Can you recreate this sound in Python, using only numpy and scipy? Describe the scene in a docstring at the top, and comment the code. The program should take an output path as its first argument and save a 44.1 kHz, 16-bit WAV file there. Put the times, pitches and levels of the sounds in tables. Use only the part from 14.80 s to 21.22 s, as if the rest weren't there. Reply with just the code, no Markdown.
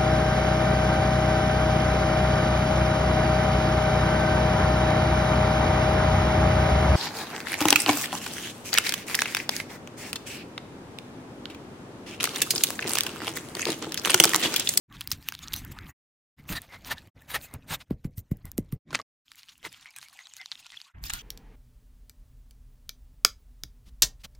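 """Cooking, close at the board

Kitchen, microphone near the food, cut into short shots, some with silence between. A wet shrimp shell is pulled
off, a knife squelches through the flesh and lands on a wooden board, paste and an egg drop into a bowl, oil trickles
and pops. Squelches are gritty noise through air pockets; snaps and bubbles are short rings; knocks are falling tones
with board noise. A low room rumble lies under every shot; most shots are mono, a scattered copy widens three spells."""
import sys
import numpy as np
from scipy import signal
from scipy.fft import rfft, irfft, next_fast_len
from scipy.io import wavfile
from scipy.ndimage import uniform_filter1d, map_coordinates

SR = 44100
rng = np.random.default_rng(int(sys.argv[2]) if len(sys.argv) > 2 else 0)


def undo_db(level):
    """Turn decibels back into plain size, where 20 dB means ten times bigger."""
    steps = np.asarray(level, float) / 20
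    return 10 ** steps


def generate_wav(signal):
    """Clip the signal to [-1, 1] and save it as 16-bit WAV at the path in sys.argv[1]."""
    frames = np.transpose(np.atleast_2d(signal))
    scaled = np.clip(frames, -1, 1) * 32767
    pcm = np.round(scaled).astype(np.int16)
    wavfile.write(sys.argv[1], SR, pcm)


N = 283122

# shots: (start t/s, end t/s, fade-in/ms, fade-out/ms, lowest wet sound f/Hz, level/dB of the air above 12 kHz,
# level/dB of the bass below 90 Hz)
SHOTS = [(0.078, 1.133, 36.5, 34, 788, 2.5, -1), (1.563, 2.306, 31.5, 29, 296, 3, -1.5),
         (2.343, 3.068, 21, 47, 290, 0, -2), (3.049, 3.992, 43, 29, 302, 2, 5.5),
         (4.046, 4.229, 33, 18, 249, -12, -12), (4.447, 4.828, 14.7, 3.9, 810, -3.5, -4),
         (4.828, 4.948, 2.2, 9, 250, -7.5, -9), (4.932, 6.141, 6.7, 54, 726, -12.5, -4),
         (6.133, 6.505, 17, 5, 630, 1.5, 10)]
# spells in stereo: (start t/s, end t/s, side level/dB against mid, before the side is filtered)
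WIDE = [(4.043, 4.24, -19), (4.794, 5.06, -11), (6.13, 6.5, -2)]

# wet flesh squeezed or torn, a slow swell: (peak t/s, rise and fall/ms, level/dB, pocket resonance f/Hz, hiss level/dB)
SQUEEZES = [(.154, 23, -48, 2400, -86), (0.215, 28.4, -51.5, 3700, -59), (.304, 9.3, -52, 4770, -48),
            (0.49, 22, -44.5, 3100, -49), (0.542, 13.4, -46, 3550, -55), (0.635, 18, -45, 4290, -64),
            (.737, 8, -37.5, 4330, -32.5), (.774, 37, -43, 4930, -45), (0.921, 8.4, -48, 3015, -42),
            (1.095, 25, -66, 2000, -54), (1.592, 25.6, -57, 1920, -70), (1.702, 23.2, -40.5, 2200, -40),
            (1.73, 18.8, -33, 2080, -38), (1.766, 23.2, -35, 2230, -41), (1.835, 34, -53.5, 2890, -65),
            (1.942, 34, -44, 1830, -65), (2.076, 28, -40.5, 2640, -45.5), (2.118, 19, -27, 2600, -40),
            (2.183, 26, -51.5, 2630, -83), (2.419, 5.9, -66, 1850, -59), (2.513, 28.4, -39, 2380, -42.5),
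            (2.555, 19.6, -25, 2030, -36), (2.639, 30, -52, 3010, -44), (2.745, 21.4, -46.5, 1420, -57),
            (2.919, 34.7, -33.5, 2290, -37.5), (2.943, 16.4, -30, 2550, -33),
            (3.013, 16.3, -44.5, 2640, -68), (3.388, 21, -60, 4440, -48), (4.151, 9.9, -25.5, 2660, -68),
            (4.166, 14, -41.5, 2450, -67), (4.59, 27.4, -52, 3700, -57), (4.697, 13, -52.5, 3440, -81),
            (4.726, 12, -55, 3164, -60.5), (4.859, 23.3, -37, 2230, -45), (4.925, 10.3, -54.5, 3560, -58),
            (4.968, 26, -54, 2770, -59), (5.025, 20, -53.5, 4200, -80), (5.235, 30, -50.5, 3370, -49),
            (5.502, 16, -75, 4900, -72), (5.575, 22, -59.5, 4000, -50), (5.799, 17.7, -52, 4680, -51),
            (5.936, 17, -51, 2380, -90), (6.254, 25, -52, 4310, -45)]
# juice slapped out or a blister bursting, a sudden start:
# (peak t/s, fall/ms, level/dB, pocket resonance f/Hz, hiss level/dB)
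SPLATS = [(0.3171, 8, -27, 5100, -25), (.332, 30, -44, 3960, -63.5), (3.106, 31, -50.5, 944, -64),
          (3.245, 24, -52.5, 1870, -55), (3.514, 17, -55.5, 1130, -52.5), (3.655, 55, -56.5, 1480, -62),
          (3.778, 26, -56, 3370, -48), (3.922, 26, -58.5, 2470, -54), (4.109, 14, -45.5, 2390, -67),
          (4.13, 10, -34, 1230, -46), (4.2, 7, -33, 1160, -77), (4.216, 5, -59, 4500, -68),
          (5.066, 22.5, -50.5, 2280, -85), (5.169, 28, -53, 2590, -47), (5.335, 31, -58, 2900, -51.5),
          (5.392, 48, -52, 2260, -60), (5.721, 29, -48, 3560, -67), (5.86, 7.3, -45.5, 2120, -66),
          (6.3, 12, -32, 3380, -46), (6.336, 61, -41.5, 3700, -49)]
SPLAT_RISE_MS, SPLAT_RISE_SHARE = 1, 0.15  # a splat's rise: a fixed part and a share of its fall
# blade and board under the cut: (f/Hz, half width/Hz, lift level/dB)
KNIFE = [(1000, 210, 0.5), (2000, 300, -0.5), (2380, 290, -0.5), (4000, 520, 3.5), (9300, 410, 3),
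         (14100, 620, 5.5)]

# the louder shell cracks, sticky snaps and bursting bubbles:
# (t/s, ring level/dB, ring f/Hz, crack peak level/dB, treble peak level/dB)
SNAPS = [(0.1258, -38.5, 3140, -41, -41.5), (0.1684, -35.5, 3600, -45, -60), (0.2094, -32, 4100, -23, -20),
         (.2143, -24, 3220, -27, -46.5), (0.2745, -21, 4850, -54, -16.5), (0.3061, -33, 4970, -51, -27.5),
         (0.3163, -9, 5220, -23.5, -25.5), (.325, -18, 6650, -33, -29), (0.3322, -25, 4570, -25, -32.5),
         (.4266, -49, 4200, -40.5, -42), (0.4872, -16, 2880, -15, -11.5), (.523, -30.5, 1590, -21.5, -30.5),
         (0.5405, -31, 3530, -46, -49.5), (0.551, -27.5, 4040, -26.5, -34.5),
         (.5909, -32.5, 3540, -34.5, -34.5), (.683, -25, 5750, -32, -46.5), (0.7233, -34, 3700, -28, -43),
         (.735, -17.5, 4700, -36, -34), (.739, -15.5, 3700, -17, -13), (.763, -23.5, 5920, -40, -21),
         (0.849, -50, 1540, -37, -28), (.988, -34.5, 1500, -27.5, -52.5), (1.6918, -25, 2650, -40, -37),
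         (1.7134, -34, 2790, -37, -27.5), (1.727, -36, 3850, -23, -25), (1.8187, -29, 8800, -47, -26),
         (2.0477, -32.5, 5530, -34, -48), (2.182, -28.5, 3800, -45, -51), (2.4209, -50, 1810, -64, -38.5),
         (2.2732, -55, 2000, -52, -49.5), (2.5442, -30, 2000, -19, -38.5), (2.6135, -36, 4310, -43, -51),
         (2.7392, -57, 970, -45, -23), (3.1077, -47, 1030, -39, -38), (3.2456, -48.5, 2070, -39.5, -40),
         (3.3754, -44, 7680, -47.5, -32.5), (3.3815, -71, 1030, -38, -24), (3.392, -68, 990, -51, -30.5),
         (3.5158, -49, 1155, -44, -35.5), (3.5704, -82, 1010, -57, -41), (3.6545, -52.5, 1020, -46, -25),
         (3.7168, -31, 6800, -42.5, -20.5), (3.78, -19, 8440, -31, -15), (3.9244, -49, 2010, -36, -25),
         (4.1066, -38, 1050, -36, -61), (4.1299, -29.5, 1400, -35, -41.5), (4.1489, -17, 2510, -9, -46),
         (4.1544, -18.5, 2100, -9.5, -41), (4.191, -30, 1990, -26, -40), (4.1981, -30, 1120, -34.5, -59.5),
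         (4.2155, -29, 5000, -44, -60), (4.5174, -47, 1800, -33.5, -36.5), (4.557, -43, 7360, -50.5, -36.5),
         (4.595, -40, 4830, -50, -51.5), (4.6323, -35, 4150, -35.5, -46), (4.686, -41, 3160, -42, -49.5),
         (4.696, -39, 4030, -47, -61), (4.5481, -47.5, 2150, -55, -59.5), (4.9197, -48, 2820, -43, -60),
         (5.2147, -36, 4060, -45, -55), (5.86, -39, 2690, -48, -67), (0.6756, -30, 4070, -39, -50),
         (.327, -29, 4410, -31, -34), (4.6915, -39.5, 3150, -40, -49), (4.7795, -60, 2840, -52, -34),
         (4.8293, -41, 2030, -36, -38), (4.8509, -27, 2070, -29, -42.5), (4.9279, -48, 2280, -49, -27),
         (5.011, -41, 5640, -54, -37), (5.058, -33.5, 2090, -44, -40), (5.1068, -61, 2110, -45, -33.5),
         (5.1632, -33, 2530, -32, -20), (5.186, -26, 8630, -34, -24.5), (5.2281, -37, 2570, -27, -35),
         (5.2851, -38, 4650, -48, -32), (5.3295, -47, 1760, -55, -29.5), (5.3732, -45, 2490, -44, -35),
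         (5.3905, -32, 2000, -31.5, -63), (5.4703, -35, 3300, -31.5, -55.5), (5.5373, -27, 7100, -54, -58),
         (5.567, -28.5, 6500, -44, -23), (5.6144, -31, 5170, -27, -46), (5.6592, -27, 3850, -25.5, -32),
         (5.7169, -19.5, 4200, -24, -53), (5.7219, -24, 3530, -39, -59), (5.727, -37.5, 4010, -46, -52),
         (5.7545, -34, 3700, -34.5, -59), (5.8657, -40, 3900, -32, -49), (5.9028, -36.5, 3360, -50, -71),
         (5.9207, -35.5, 5270, -36, -60), (5.9435, -39, 1880, -42, -63), (5.9703, -32, 3420, -48, -38),
         (6.0026, -36, 3760, -45, -57), (6.0155, -28, 4600, -44.5, -39), (6.2393, -26.5, 4820, -32, -28.5),
         (6.258, -39, 4570, -42, -37.5), (6.2975, -21, 7660, -34, -45.5), (6.3021, -28, 2800, -21.5, -30.5),
         (6.3358, -20, 7500, -19.5, -11)]
# faint snaps fall at random: (start t/s, end t/s, middle ring level/dB)
FAINT = [(0.098, 1.1, -53), (1.601, 2.277, -58), (4.478, 4.824, -51.5), (4.9, 6.059, -48.5)]
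FAINT_RATE, FAINT_PITCH_HZ, FAINT_SCATTER_DB = 42, 3700, 4  # snaps a second, middle pitch, scatter of levels
RING_S, RING_HZ, RING_LAW = 0.005, 4000, 1.1  # t60 of a snap at this pitch; lower snaps ring longer by this power

# the blade lands hard on the board: (t/s, peak level/dB, first f/Hz, settled f/Hz, t60/ms)
CHOPS = [(3.1085, -17, 547, 131, 33), (3.2506, -20.5, 274, 121, 25), (3.378, -29, 137, 95.5, 54),
         (3.5163, -16, 290, 123, 31), (3.647, -34.5, 150, 99, 28), (3.7846, -16.5, 533, 162, 30),
         (3.9279, -21.5, 257.6, 122, 42)]
BOOM_DB, BOOM_GROWS = -26, 0.72  # the board's rumble after a chop: level = this + share of the chop's dB
LEAD_S, LEAD_DB = 0.016, -27  # a soft low push starts this early as the blade sinks in; level against the chop
# the blade's rough ring at each chop: (f/Hz, half width/Hz, level/dB, t60/s)
BLADE = (2045, 60, -54, .07)
# the knife presses through to the board, or a lump drops into the bowl:
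# (t/s, peak level/dB, first f/Hz, settled f/Hz, rumble level/dB)
THUDS = [(.328, -34.5, 203, 90.5, -51.5), (1.597, -41, 201, 150, -55.5), (1.70, -27, 198, 135, -34),
         (1.725, -48, 250, 150, -37.5), (2.737, -38, 396, 150, -38), (2.906, -33, 242, 121, -38.5),
         (4.128, -43, 600, 290, -45.5), (4.197, -43, 695, 389, -51), (4.846, -47.5, 700, 391, -60),
         (4.863, -40.5, 600, 285, -58)]
THUD_MS = 28  # t60 of such a soft push
# the board's body: (f/Hz, full width/Hz, level/dB)
BOARD = [(70, 110, 1.5), (114, 81, -0.5), (150, 13, -4), (208, 50, -7.5), (290, 20, -4.5),
         (473.4, 240, -15.5)]

# small air pockets and the blade sing roughly for a moment:
# (centre t/s, length/ms, a swell spans 1.6 of these, f/Hz, level/dB)
POCKETS = [(.635, 28, 3600, -48.5), (.635, 19, 6760, -46.5), (0.649, 96, 1260, -56),
           (.752, 48, 4140, -44.5), (.775, 40, 6060, -46), (1.595, 29.6, 2080, -58.5),
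           (1.767, 26, 4670, -41), (1.768, 39, 3890, -39), (1.769, 37.6, 1856, -35.5),
           (1.94, 76, 2120, -49.5), (2.097, 66, 950, -49.5), (2.117, 18, 1784, -32), (2.181, 27, 1720, -49),
           (2.552, 44, 9630, -44), (2.558, 18, 1856, -30), (2.64, 37, 2520, -53.5),
           (2.69, 100, 2090, -59.5), (2.421, 23, 1810, -63), (3.928, 8.9, 1085, -52.5),
           (2.929, 41, 922, -40), (2.945, 23.6, 3630, -37), (3.67, 34, 2000, -60.5), (4.86, 28, 2074, -43),
           (5.078, 53, 2260, -54), (5.18, 32, 1600, -55), (5.267, 46, 2260, -57.5), (5.355, 9.6, 840, -53),
           (5.405, 48, 2000, -55), (5.595, 32, 1540, -57.5), (5.613, 57, 2036, -47.5),
           (5.616, 32, 780, -55.5), (5.862, 18, 1410, -54.5), (5.935, 35, 2030, -53.5),
           (5.9735, 8, 3350, -40.5), (4.589, 33, 2850, -58.5), (6.1, 33, 1380, -61.5),
           (6.074, 26, 1100, -59.5), (.124, 42, 1160, -55.5), (.999, 63, 1300, -56),
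           (1.081, 72, 1180, -59.5), (5.166, 15.4, 2470, -50), (5.333, 14, 1137, -58),
           (5.423, 27, 6570, -57), (5.498, 24, 6550, -58.5), (2.517, 32, 3870, -47), (6.353, 78, 1424, -52)]
# egg and oil trap small bubbles: (start t/s, end t/s, bubbles a second, level/dB before a bubble's size counts)
POUR = (5, 5.5, 37, -60)

# what sounds between the events: (t/s, room rumble level/dB, damp rustle level/dB, wet crackle level/dB)
BED = [(.1, -50, -54, -70.5), (.3, -54, -59.5, -62), (.57, -61, -65, -62), (.64, -50.5, -53, -59.5),
       (.85, -47, -53, -60), (1.12, -48.5, -53.5, -68), (1.57, -59.5, -66.5, -74.5), (1.9, -57, -62.5, -69),
       (2.3, -55.5, -65, -68.5), (2.36, -54, -65, -74), (2.62, -61.5, -60, -57.5), (2.73, -59, -60, -68.5),
       (2.79, -65, -66.5, -78.5), (3.04, -63, -75, -64), (3.09, -67, -78, -82), (3.439, -69, -82.5, -81),
       (3.62, -62, -73.5, -77), (3.969, -58.5, -77, -78.5), (4.06, -54.5, -75, -84), (4.142, -49, -62, -55),
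       (4.22, -49.5, -56.5, -56.5), (4.46, -78, -74.5, -69), (4.63, -84, -71.5, -63.5),
       (4.81, -79, -79, -69), (4.89, -68, -86, -60.5), (4.98, -82.5, -67.5, -65.5),
       (5.6, -78, -67.5, -60.5), (6.04, -88, -67.5, -61), (6.12, -83.5, -62, -67), (6.154, -53, -59, -83.5),
       (6.22, -59, -60, -77), (6.25, -50.5, -56.5, -50.5), (6.42, -55.5, -60, -57)]
# colour of the room rumble: (f/Hz, level/dB per Hz)
RUMBLE = [(15, -27.5), (25, -0.5), (59, 1.5), (159, -2), (204, -9), (277, -6), (442, -24), (600, -28.5),
          (780, -56.5), (1320, -120)]
# colour of the damp rustle: (f/Hz, level/dB per Hz)
RUSTLE = [(200, -24.5), (550, 0), (900, -2), (1300, -6), (2000, -3.5), (2600, -10), (4000, -26)]
# colour of the wet crackle: (f/Hz, level/dB per Hz)
CRACKLE = [(1500, -29.5), (2500, 2), (3500, 1.5), (5000, -1.5), (7000, -8), (10000, -30.5)]
# colour of fizz and juice hiss: (f/Hz, level/dB per Hz)
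FIZZ = [(3500, -30), (6500, -2.5), (8000, -4.5), (11000, -6.5), (14000, -3.5), (15500, -6), (16500, -30)]
FIZZ_DB = -4  # fizz against crackle
# a squeeze shakes the table and stirs the rustle (against its own level), for about this long either side
SHAKE_DB, RUB_DB, LINGER_S = -24.5, -28.5, 0.042


def unit(x):
    """Scaled to rms 1."""
    return x / np.sqrt(np.mean(x ** 2) + 1e-20)


def filtered(x, response):
    """x times a response of frequency."""
    m = next_fast_len(x.shape[-1] + 4096)
    spectrum = rfft(x, m) * response(np.fft.rfftfreq(m, 1 / SR))
    return irfft(spectrum, m)[..., :x.shape[-1]]


def shaped(x, spectrum):
    """x coloured by (f/Hz, level/dB) points on a log axis, rms 1."""
    f, db = np.transpose(spectrum)
    return unit(filtered(x, lambda hz: undo_db(np.interp(np.log(hz + 1), np.log(f), db, -120, -120))))


def wobble(n, rate):
    """A smooth random curve, rate knots a second."""
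    knots = rng.standard_normal(int(n * rate / SR) + 4)
    return map_coordinates(knots, [np.arange(n) * rate / SR])


def gritty(n, lump_db, rate, spike_db, patchy_db):
    """Lumpy noise with sparse tiny pops in it (rate a second) and patches of random colour."""
    pops = rng.random(n) < rate / SR
    lumps = rng.standard_normal(n) * undo_db(lump_db * wobble(n, 250))
    x = lumps * (1 + pops * undo_db(spike_db * (1 + rng.exponential(0.1, n))))
    z = signal.stft(np.pad(x, (0, 256)), nperseg=256)[2]
    patches = uniform_filter1d(rng.standard_normal(z.shape), 4, 0)  # smoothed over frequency,
    patches = uniform_filter1d(patches, 6, 1)  # then over time
    return signal.istft(z * undo_db(patchy_db * unit(patches)), nperseg=256)[1][:n]


def add(track, s, sound):
    """Mixes a sound into a track at s seconds."""
    part = track[round(s * SR):][:len(sound)]
    part += sound[:len(part)]


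def squelch():
    """Each squeeze or splat drives gritty noise through an air pocket; juice hisses out above it."""
    track = np.zeros(N)
    slow = [(s, ms, ms, *rest) for s, ms, *rest in SQUEEZES]
    sudden = [(s, SPLAT_RISE_MS + SPLAT_RISE_SHARE * ms, ms, *rest) for s, ms, *rest in SPLATS]
    for s, rise_ms, fall_ms, db, pocket_hz, hiss_db in slow + sudden:
        rise, fall = rise_ms / 1000, fall_ms / 1000
        t = np.arange(-rise * 1.5, fall * 2, 1 / SR)  # 0 at the peak
        swell = np.exp(-1.8 * np.where(t < 0, t / rise, t / fall) ** 2)
        pocket = lambda hz: (hz / pocket_hz) ** 0.83 / (1 + (hz / pocket_hz) ** 2.78)
        body = unit(filtered(gritty(len(t), 0.96, 380, spike_db=6.5, patchy_db=0.5), pocket))
        hiss = shaped(gritty(len(t), 0.73, 430, spike_db=10.5, patchy_db=6), FIZZ)
        add(track, s + t[0], swell * (undo_db(db) * body + undo_db(hiss_db) * hiss))
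    lift = lambda hz: undo_db(sum(db / (1 + ((hz - c) / w) ** 2) for c, w, db in KNIFE) - 3.0)
    return filtered(track, lift)


def faint_snaps():
    """Rows like SNAPS at random times, with pitch and levels scattered about the middle ones."""
    rows = []
    for start, end, db in FAINT:
        for when in rng.random(round((end - start) * FAINT_RATE)):
            a, b, c, d = rng.standard_normal(4)
            ring_db = db + FAINT_SCATTER_DB * a
            hz = FAINT_PITCH_HZ * np.exp(0.17 * b)
            crack_db = db - 6 + FAINT_SCATTER_DB * c
            rows.append((start + when * (end - start), ring_db, hz, crack_db, db - 5.5 + 8 * d))
    return rows


def snaps():
    """A sudden break: a damped ring that rises a little like a closing bubble, a broad crack and a treble tick."""
    track, t = np.zeros(N), np.arange(SR // 25) / SR
    fading = undo_db(-60 * t / 0.0029) + undo_db(-21.0 - 60 * t / 0.017)  # a fast decay with a weaker tail
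    for s, db, hz, crack_db, treble_db in SNAPS + faint_snaps():
        life = RING_S * (RING_HZ / hz) ** RING_LAW
        ring = np.sin(2 * np.pi * hz * t * (1 + 0.018 * t / life)) * undo_db(-60 * t / life)
        burst = rng.standard_normal((2, len(t))) * fading
        crack = filtered(burst[0], lambda f: (f / 1000) ** 2 / (1 + (f / 1000) ** 2) / (1 + (f / 6500) ** 6))
        tick = filtered(burst[1], lambda f: 1 - 1 / (1 + (f / 8500) ** 6))
        sound = undo_db(db + 1.0) * ring
        sound += undo_db(crack_db) * crack / abs(crack).max()
        sound += undo_db(treble_db) * tick / abs(tick).max()
        add(track, s, sound)
    return track


def board_noise():
    """A quarter second of noise through the resonances of the wooden board, rms 1."""
    wood = lambda f: sum(undo_db(db) / (1 + ((f - c) / w * 2) ** 2) for c, w, db in BOARD)
    return unit(filtered(rng.standard_normal(SR // 4), wood))


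def knock(db, first_hz, settled_hz, t60_ms, rumble_db):
    """The contact softens as paste spreads, so the push falls in pitch; the damped board rumbles briefly after it."""
    t = np.arange(SR // 4) / SR
    hz = settled_hz + (first_hz - settled_hz) * np.exp(-t / 0.0031)
    push = -np.sin(2 * np.pi * np.cumsum(hz) / SR)
    push *= (1 - np.exp(-t / 0.0021)) ** 2 * undo_db(-60000 * t / t60_ms)
    after = (1 - np.exp(-t / 0.0082)) ** 2 * (undo_db(-60 * t / 0.11) + undo_db(-13 - 60 * t / 0.29))
    rumble = board_noise() * after / after.max()
    return undo_db(db) * push / abs(push).max() + undo_db(rumble_db) * rumble


def chops():
    """The blade sinks through paste with a soft low push, knocks on the board and rings as narrow noise."""
    track, t = np.zeros(N), np.arange(SR // 4) / SR
    blade_hz, width_hz, blade_db, t60 = BLADE
    blade = lambda f: 1 / (1 + ((f - blade_hz) / width_hz) ** 2)
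    for s, db, first_hz, settled_hz, t60_ms in CHOPS:
        add(track, s, knock(db, first_hz, settled_hz, t60_ms, BOOM_DB + BOOM_GROWS * db))
        sink = board_noise()[:round(2 * LEAD_S * SR)]
        add(track, s - LEAD_S, undo_db(db + LEAD_DB) * sink * np.hanning(len(sink)))
        steel = unit(filtered(rng.standard_normal(len(t)), blade))
        add(track, s - LEAD_S / 4, steel * undo_db(blade_db - 60 * t / t60))
    return track


def thuds():
    """Soft pushes of the knife or a falling lump: the same knock with one fixed decay."""
    track = np.zeros(N)
    for s, db, first_hz, settled_hz, rumble_db in THUDS:
        add(track, s, knock(db, first_hz, settled_hz, THUD_MS, rumble_db))
    return track


def pockets():
    """Noise in one narrow resonance, swelling and dying."""
    track = np.zeros(N)
    for s, length_ms, hz, db in POCKETS:
        n = round(length_ms * 1.6 * SR / 1000)
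        resonance = lambda f: 1 / (1 + ((f - hz) / (60 + 0.019 * hz)) ** 2)
        tone = unit(filtered(rng.standard_normal(n), resonance))
        add(track, s - n / 2 / SR, undo_db(db) * tone * np.hanning(n))
    return track


def bubbles():
    """Short soft blips, mostly faint, each rising in pitch as it closes."""
    start, end, rate, db = POUR
    track, t = np.zeros(N), np.arange(SR // 30) / SR
    for when, pitch, size, cycles in rng.random((round((end - start) * rate), 4)):
        hz = 650 * 5 ** pitch
        life = (5 + 14 * cycles) / hz
        blip = np.sin(2 * np.pi * hz * t * (1 + 0.15 * t / life))
        blip *= (1 - np.exp(-t / 0.0017)) * undo_db(-30 * t / life)
        add(track, start + when * (end - start), undo_db(db - 3.5 * np.log(size + 0.017)) * blip)
    return track


def bed():
    """Room rumble, and apart from it the rustle, crackle and fizz of damp food; squeezes stir rumble and rustle."""
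    s, *columns = np.transpose(BED)
    t = np.arange(N) / SR
    rumble_db, rustle_db, crackle_db = [np.interp(t, s, column) for column in columns]
    effort = sum(undo_db(db) * np.exp(-((t - at) / LINGER_S) ** 2) for at, _, db, *_ in SQUEEZES)

    rumble = shaped(rng.standard_normal(N), RUMBLE) * undo_db(3.1 * wobble(N, 23))
    rumble *= undo_db(rumble_db + 1.5) + undo_db(SHAKE_DB) * effort
    rustle = shaped(gritty(N, 0.56, 120, spike_db=11.5, patchy_db=4.06), RUSTLE) * undo_db(wobble(N, 40))
    rustle *= undo_db(rustle_db) + undo_db(RUB_DB) * effort
    crackle = shaped(gritty(N, 2.3, 200, spike_db=16, patchy_db=5.0), CRACKLE)
    crackle *= undo_db(crackle_db + 2.5 * wobble(N, 40))
    fizz = shaped(gritty(N, 2.2, 160, spike_db=17.5, patchy_db=4.0), FIZZ)
    fizz *= undo_db(crackle_db + FIZZ_DB + 1.2 * wobble(N, 43))
    return rumble, rustle + crackle + fizz


def scene():
    """All sources, coloured and faded shot by shot; a scattered copy gives the wide sounds their side."""
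    rumble, damp = bed()
    low = rumble + chops() + thuds()
    wet = damp + squelch() + snaps() + pockets() + bubbles()
    t, mid = np.arange(N) / SR, np.zeros(N)
    for start, end, in_ms, out_ms, low_hz, air_db, bass_db in SHOTS:
        part = slice(round(start * SR), round(end * SR))
        fade_in, fade_out = (t[part] - start) * 1000 / in_ms, (end - t[part]) * 1000 / out_ms
        fade = np.clip(np.minimum(fade_in, fade_out), 0, 1) ** 1.7
        bass = filtered(low[part], lambda hz: undo_db(bass_db / (1 + (hz / 90) ** 4)))
        air = lambda hz: undo_db(air_db - air_db / (1 + (hz / 12000) ** 8))
        top = filtered(wet[part], lambda hz: (1 - 1 / (1 + (hz / low_hz) ** 6)) * air(hz))
        mid[part] += fade * (bass + top)

    scatter = rng.standard_normal(600) * undo_db(-30 * np.arange(600) / 600)
    side = signal.fftconvolve(mid, scatter / np.linalg.norm(scatter))[:N]
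    # bass stays central, the treble is lifted
    side = filtered(side, lambda hz: (hz / 500) / np.hypot(1, hz / 500) * np.hypot(1, hz / 9000))
    width = sum(undo_db(db) * (t > start) * (t < end) for start, end, db in WIDE)
    return mid + uniform_filter1d(width, size=441) * side * [[1], [-1]]


def top_cut(x):
    """Nothing passes above the cut-off."""
    return signal.sosfilt(signal.butter(12, 16970, fs=SR, output="sos"), x)


def record(dry):
    """A band-limited recorder: the treble ends steeply near 16.4 kHz."""
    mix = filtered(dry, lambda hz: 1 / (1 + (hz / 16400) ** 80))
    return top_cut(mix)


dry = scene()
out = record(dry)
generate_wav(out)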